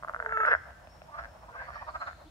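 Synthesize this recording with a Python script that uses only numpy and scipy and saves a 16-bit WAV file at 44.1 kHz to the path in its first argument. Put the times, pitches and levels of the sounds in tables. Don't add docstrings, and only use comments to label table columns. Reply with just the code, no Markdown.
import sys
import numpy as np
from scipy import signal
from scipy.fft import rfft, irfft, next_fast_len
from scipy.io import wavfile
from scipy.ndimage import map_coordinates

SR = 44100
rng = np.random.default_rng(int(sys.argv[2]) if len(sys.argv) > 2 else 0)


def wav_record(signal):
    frames = np.transpose(np.atleast_2d(signal))
    bounded = np.clip(frames, -1, 1)
    quanta = np.round(bounded * 32767).astype(np.int16)
    wavfile.write(sys.argv[1], SR, quanta)


N = 101429

# start_s, level_db, throat_hz
NEAR_TICKS = [(.0258, -33, 1140), (.034, -26.5, 1200), (.047, -24.5, 1160), (.0765, -32, 1270),
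              (.0833, -25, 1300), (.0955, -21.5, 1250), (.1363, -29, 1300), (.1461, -20, 1350),
              (.1625, -25, 1410), (.192, -32, 1406), (.201, -19, 1470), (.2252, -23.5, 1570),
              (.2486, -30, 1510), (.2618, -17, 1536), (.2926, -24.5, 1620), (.310, -26.5, 1550),
              (.3235, -16.5, 1630), (.3728, -15.5, 1680), (.4028, -17, 1610), (.4065, -17.5, 1630),
              (.4335, -17.5, 1620), (.438, -26, 1640), (.4505, -13.5, 1750), (.5384, -9.5, 1680),
              (.5497, -12.5, 1560)]
# freq_hz, gain_db
TICKING_SACS = [(150, -39.5), (360, -25), (500, -11), (640, 5), (780, -10), (950, -5), (1200, -4.5),
                (1520, 0.5), (1800, -3), (2080, -2), (2330, -18), (2550, -21), (3100, -18.5), (4100, -24),
                (5300, -27.5), (7000, -25.5), (12000, -34.5)]
# time_s, pitch_hz, body_db, overtones_db
NEAR_WHINE = [(.16, 495.5, -63, -76.5), (0.206, 479.9, -54, -76.5), (.235, 453.4, -55, -67.5),
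              (0.269, 447.2, -46.5, -68.5), (.29, 432.8, -49.5, -46), (0.329, 445.5, -49, -37),
              (0.359, 441, -46.5, -34), (0.376, 431.7, -48, -32.5), (.397, 449.3, -41.5, -35.5),
              (0.416, 433, -45.5, -27.5), (.428, 439.3, -45, -30), (.441, 430.3, -45.5, -30.5),
              (0.451, 456.5, -63.5, -27), (.462, 479, -66.5, -37)]
# peak_s, rise_s, fall_s, level_db, throat_hz, pulses_per_s
NEAR_CROAKS = [(.4818, .034, .022, -13, 1463, 305), (.5163, .022, 0.01824, -12, 1682, 240),
               (.5309, 0.0085, .004, -12, 1545, 175)]
# freq_hz, gain_db
INFLATED_SACS = [(150, -37.5), (320, -25), (450, 2.5), (620, -0.5), (780, -8.5), (950, -4.5), (1250, -3.5),
                 (1550, -0.5), (1800, -3.5), (2080, -2.5), (2330, -14.5), (2570, -10), (2900, -14.5),
                 (3200, -7.5), (4100, -17), (4750, -19.5), (5300, -13.5), (5900, -30.5), (12000, -42)]


def near_frog():
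    ticks = throat(NEAR_TICKS, TICKING_SACS, q=4.73)
    nasal_tone = whine(NEAR_WHINE, waver=.0096)
    croaks = throat(rattle(NEAR_CROAKS, jitter=.025), INFLATED_SACS, q=8.3)
    return ticks + nasal_tone + croaks


# start_s, level_db, throat_hz
ANSWER_TICKS = [(1.7047, -31.5, 1200), (1.7582, -29.5, 1250), (2.1112, -35.5, 1480), (2.1304, -37, 1520)]
# peak_s, rise_s, fall_s, level_db, throat_hz, pulses_per_s
ANSWER_CROAKS = [(1.092, .03, 0.019, -44, 920, 306.4), (1.147, 0.038, .02, -33.5, 1156, 292.6),
                 (1.1902, 0.027, 0.0206, -27.5, 1366, 298.3), (1.2463, .11, 0.02, -30, 1580, 113),
                 (1.4335, .025, 0.0191, -43.5, 1030, 291.7), (1.4912, 0.026, 0.021, -39, 1033, 293.6),
                 (1.5555, .022, 0.022, -34.5, 1120, 291.6), (1.6173, 0.026, 0.015, -35, 1030, 202.4),
                 (1.6858, 0.021, .018, -32.5, 1176, 240.7), (1.7633, .02, 0.0147, -32.5, 1100, 296.6),
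                 (1.8195, 0.0208, .018, -31, 1014, 288), (1.8854, 0.024, .024, -28.5, 1120, 310.6),
                 (1.9537, .018, 0.0216, -27, 1285, 313.2), (2.0176, 0.018, 0.0284, -25, 1307, 292.7),
                 (2.0761, 0.018, .028, -26, 1374, 286.7), (2.268, 0.023, 0.015, -58, 895, 291)]
# freq_hz, gain_db
FAR_SACS = [(150, -20.5), (400, -27.5), (530, -11), (690, 6.5), (790, -2.5), (950, -4), (1230, -2),
            (1700, -2), (2100, -1), (2350, -4.5), (2650, -9.5), (3300, -8.5), (5000, 0), (12000, -31)]


def answering_frogs():
    return throat(ANSWER_TICKS + rattle(ANSWER_CROAKS, jitter=.025), FAR_SACS, q=6.0)


# peak_s, rise_s, fall_s, level_db, throat_hz, pulses_per_s
DISTANT_CROAKS = [(1.61, 0.0793, 0.075, -34.5, 1710, 230.9), (1.73, .07, .1, -36.5, 1540, 169.5)]
# time_s, pitch_hz, body_db, overtones_db
DISTANT_WHINE = [(1.49, 480, -71, -72), (1.53, 500, -61.5, -55.5), (1.6, 525, -58.5, -47),
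                 (1.65, 510, -64, -71), (1.7, 560, -69, -69.5), (1.75, 605, -80, -56.5),
                 (1.8, 613, -77, -50.5), (1.85, 600, -84, -69)]


def distant_frogs():
    croaks = throat(rattle(DISTANT_CROAKS, jitter=.3), FAR_SACS, q=4.73)
    return croaks + whine(DISTANT_WHINE, waver=.04)


# start_s, level_db, throat_hz
CLUCKS = [(.707, -42, 1590), (.8728, -37.5, 1610), (1.0188, -35, 1590)]
# freq_hz, gain_db
CLUCK_SACS = [(150, -29), (420, -14), (630, 8.5), (820, -4.5), (1200, -11), (1700, -12), (2200, -13.5),
              (2600, -7.5), (3700, -7.5), (5500, -22), (12000, -26)]


def clucking_frog():
    return throat(CLUCKS, CLUCK_SACS, q=1.6)


def throat(pulses, sacs, q):
    size = 2048
    hz = np.fft.rfftfreq(size, 1 / SR)
    cepstrum = irfft(np.log(amp(along(sacs, hz))))
    cepstrum[1:size // 2] *= 2
    cepstrum[size // 2 + 1:] = 0
    colour = np.exp(rfft(cepstrum))
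    voice = np.zeros(N + SR)
    for start_s, level_db, throat_hz in pulses:
        ring = irfft(colour / (1 - (hz / throat_hz) ** 2 + 1j * hz / (throat_hz * q)))
        voice[max(round(start_s * SR), 0):][:size] += amp(level_db) * ring / abs(ring).max()
    return voice[:N]


def rattle(croaks, jitter):
    rise_db, fall_db, scatter_db = 18, 14, .9
    slowing, glide_per_s = 1.1, 2.0
    pulses = []
    for peak_s, rise_s, fall_s, level_db, throat_hz, rate in croaks:
        chance = rng.standard_normal((128, 2))
        times = list(-np.arange(int(rise_s * rate) + 1)[::-1] / rate)
        while times[-1] < fall_s:
            times.append(times[-1] + (1 + slowing * times[-1] / fall_s) / rate)
        for t, (slip, accent) in zip(times[:-1], chance):
            drop_db = -rise_db * t / rise_s if t < 0 else fall_db * (t / fall_s) ** 2
            start_s = peak_s + t + jitter * slip / rate
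            pulse_db = level_db - drop_db + scatter_db * accent
            pulses.append((start_s, pulse_db, throat_hz * (1 + glide_per_s * t)))
    return pulses


# harmonic, gain_db
BODY_PARTIALS = [(1, 1.5), (2, -2)]
# harmonic, gain_db
NASAL_PARTIALS = [(3, 3), (4, -11), (5, -20), (6, -32), (7, -36.5), (8, -35.5)]


def whine(course, waver):
    time_s, pitch_hz, body_db, overtones_db = np.transpose(course)
    t = np.arange(N) / SR
    hz = np.interp(t, time_s, pitch_hz) * (1 + waver * wobble(145.2))
    phase = 2 * np.pi * np.cumsum(hz) / SR
    tone = np.zeros(N)
    for partials, level_db in (BODY_PARTIALS, body_db), (NASAL_PARTIALS, overtones_db):
        envelope = amp(np.interp(t, time_s, level_db, -np.inf, -np.inf))
        for harmonic, gain_db in partials:
            shimmer_db = wobble(87.6)
            tone += envelope * amp(gain_db + shimmer_db) * np.sin(harmonic * phase)
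    return np.sqrt(2) * tone


# freq_hz, left_lead_rad
NEAR_LEAD = [(100, -1.5), (600, 0.45), (950, 1.33), (1450, 1.53), (2000, 2.5), (2600, 1.5), (4000, 4),
             (6000, -3.5)]
# freq_hz, left_over_right_db
NEAR_BALANCE = [(450, .3), (850, -1.2), (1250, -3.6), (1560, 0), (1820, -1.8), (2050, 3), (2320, 0),
                (2620, 13), (3000, 7), (3350, -4), (3900, 0), (5300, 5)]
# freq_hz, left_lead_rad
FAR_LEAD = [(100, -2.5), (600, .5), (950, 1.2), (1400, 2), (1700, 2), (1950, 4), (2300, 3.5), (2700, 1.5),
            (3200, 2), (3700, 3.5)]
# freq_hz, left_over_right_db
FAR_BALANCE = [(450, 0.5), (750, -2.3), (1300, -4), (1560, 2), (1780, -8.5), (2050, 3), (2320, 6.5),
               (2620, 11.5), (3000, -2), (3350, 7), (3800, -1), (5300, 4)]
# freq_hz, t60_s
FOREST_DECAY = [(300, 0.56), (1500, 0.87), (6000, 1), (12000, 0.46)]


def pond(near, answers, distant, clucks):
    direct = placed(near, NEAR_LEAD, NEAR_BALANCE)
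    direct += placed(answers + amp(-1) * distant, FAR_LEAD, FAR_BALANCE)
    direct += placed(clucks, NEAR_LEAD, FAR_BALANCE)
    near_bank = echo(amp(-13.5) * near, t60s=[(1000, .09)], onset_s=.011)
    far_bank = echo(amp(-10) * answers + amp(-4) * distant, t60s=[(1000, .18)], onset_s=.0085)
    trees = echo(amp(-22) * near + amp(-21.5) * (answers + distant), FOREST_DECAY, onset_s=.0057)
    return direct + near_bank + far_bank + trees


# start_s, length_s, start_hz, end_hz, level_db, warble_hz
WHISTLES = [(0.168, .13, 7300, 7050, -81.5, 300), (0.297, 0.19, 6900, 6670, -72, 170),
            (0.468, .06, 5450, 5210, -65, 130), (.82, 0.062, 5200, 5280, -74, 30.2),
            (0.887, 0.078, 5360, 5550, -66, 25.1), (1.18, 0.089, 5390, 5290, -79, 60),
            (1.267, 0.11, 5356, 5450, -73.5, 71), (1.621, 0.088, 4380, 4580, -73, 119.2),
            (1.676, 0.13, 5260, 5430, -70, 218), (1.73, 0.054, 4570, 4300, -65.5, 353),
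            (1.851, 0.067, 4250, 4100, -67, 357), (1.899, 0.24, 7330, 6800, -75.5, 400),
            (1.98, .05, 4114, 4180, -62.5, 90), (2.04, 0.049, 4130, 4170, -68, 250),
            (2.178, 0.064, 4290, 4060, -68, 282), (2.245, 0.054, 4080, 3800, -71, 445)]


def birds():
    t, song = np.arange(N) / SR, np.zeros(N)
    for start_s, length_s, start_hz, end_hz, level_db, warble_hz in WHISTLES:
        progress = np.clip((t - start_s) / length_s, 0, 1)
        hz = start_hz + (end_hz - start_hz) * progress + warble_hz * wobble(420)
        flutter_db = 3.5 * wobble(60)
        arch = np.sqrt(8 * progress * (1 - progress))
        song += amp(level_db + flutter_db) * arch * np.sin(2 * np.pi * np.cumsum(hz) / SR)
    return amp(-3) * song + amp(-4.5) * echo(song, FOREST_DECAY, onset_s=.0071)


# start_s, length_s, pitch_hz, level_db
BLIP = (2.243, .055, 312, -53)


def blip():
    start_s, length_s, pitch_hz, level_db = BLIP
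    t = np.clip(np.arange(N) / SR - start_s, 0, length_s)
    return amp(level_db) * np.sin(np.pi * t / length_s) ** 2 * np.sin(2 * np.pi * pitch_hz * t)


# freq_hz, gain_db
CHORUS_COLOUR = [(300, -54), (480, -10), (620, 0.5), (800, -4), (1100, -7.5), (1600, -13), (2300, -24.5),
                 (4000, -44)]
RUMBLE_COLOUR = [(20, -47), (32, -26), (45, -5), (60, 1), (75, -1.5), (100, -11), (150, -12), (250, -20.5),
                 (400, -32), (900, -54.5)]
HISS_COLOUR = [(180, -46), (300, -4), (431, -10.5), (652, -13), (794, -17), (1330, -21), (1460, -12.5),
               (1590, -16.5), (2250, -16), (2560, -16.5), (3810, -21), (5300, -21.5), (15500, -36)]
# freq_hz, left_over_right_db
HISS_BALANCE = [(1000, -1.5), (3000, 5), (5000, 3.5), (9000, 9), (14000, 5.5)]


def ambience():
    hiss = filtered(diffuse(HISS_COLOUR), lambda hz: amp(along(HISS_BALANCE, hz) * SIDES))
    flicker_db = 4.8 * wobble(22.07)
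    chorus = amp(-58.5 + flicker_db) * diffuse(CHORUS_COLOUR)
    rumble = diffuse(RUMBLE_COLOUR)
    return chorus + amp(-55.5) * rumble + amp(-65.5) * hiss


# freq_hz, left_right_correlation
COHERENCE = [(60, 1), (300, 0.62), (700, 0.46), (1500, .1), (4000, 0.14)]


def diffuse(colour):
    def response(hz):
        width = np.arccos(np.clip(along(COHERENCE, hz), -1, 1)) / 2
        return amp(along(colour, hz)) * [np.cos(width), np.sin(width)]

    mid, side = filtered(rng.standard_normal((2, N)), response)
    noise = np.array([mid + side, mid - side])
    return noise / np.sqrt(np.mean(noise ** 2) + 1e-20)


def echo(x, t60s, onset_s):
    white = diffuse([(1, 0), (SR, 0)])[:, :SR]
    hz, t, bands = signal.stft(white, SR, nperseg=256)
    decay = amp(-60 * t / along(t60s, hz)[:, None])
    build_up = 1 - np.exp(-t / onset_s)
    tail = signal.istft(bands * decay * build_up, SR, nperseg=256)[1]
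    return signal.fftconvolve(x[None], tail / np.linalg.norm(tail[0]), axes=1)[:, :N]


SIDES = np.array([[.5], [-.5]])


def placed(x, lead, balance):
    return filtered(x, lambda hz: amp(SIDES * along(balance, hz)) * np.exp(1j * SIDES * along(lead, hz)))


def filtered(x, response):
    size = next_fast_len(N + SR // 2)
    hz = np.fft.rfftfreq(size, 1 / SR)
    return irfft(rfft(x, size) * response(hz), size)[..., :N]


def wobble(rate):
    knots = rng.standard_normal(int(N * rate / SR) + 4)
    return map_coordinates(knots, [np.arange(N) * rate / SR])


def along(points, hz):
    freq_hz, values = np.transpose(points)
    return np.interp(np.log(hz + 1), np.log(freq_hz + 1), values)


def amp(db):
    return 10 ** (np.asarray(db) / 20)


def scene():
    frogs = pond(near_frog(), answering_frogs(), distant_frogs(), clucking_frog())
    return frogs + birds() + blip() + ambience()


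def record(dry):
    return filtered(dry, lambda hz: hz < 15730)


dry = scene()
out = record(dry)
wav_record(out)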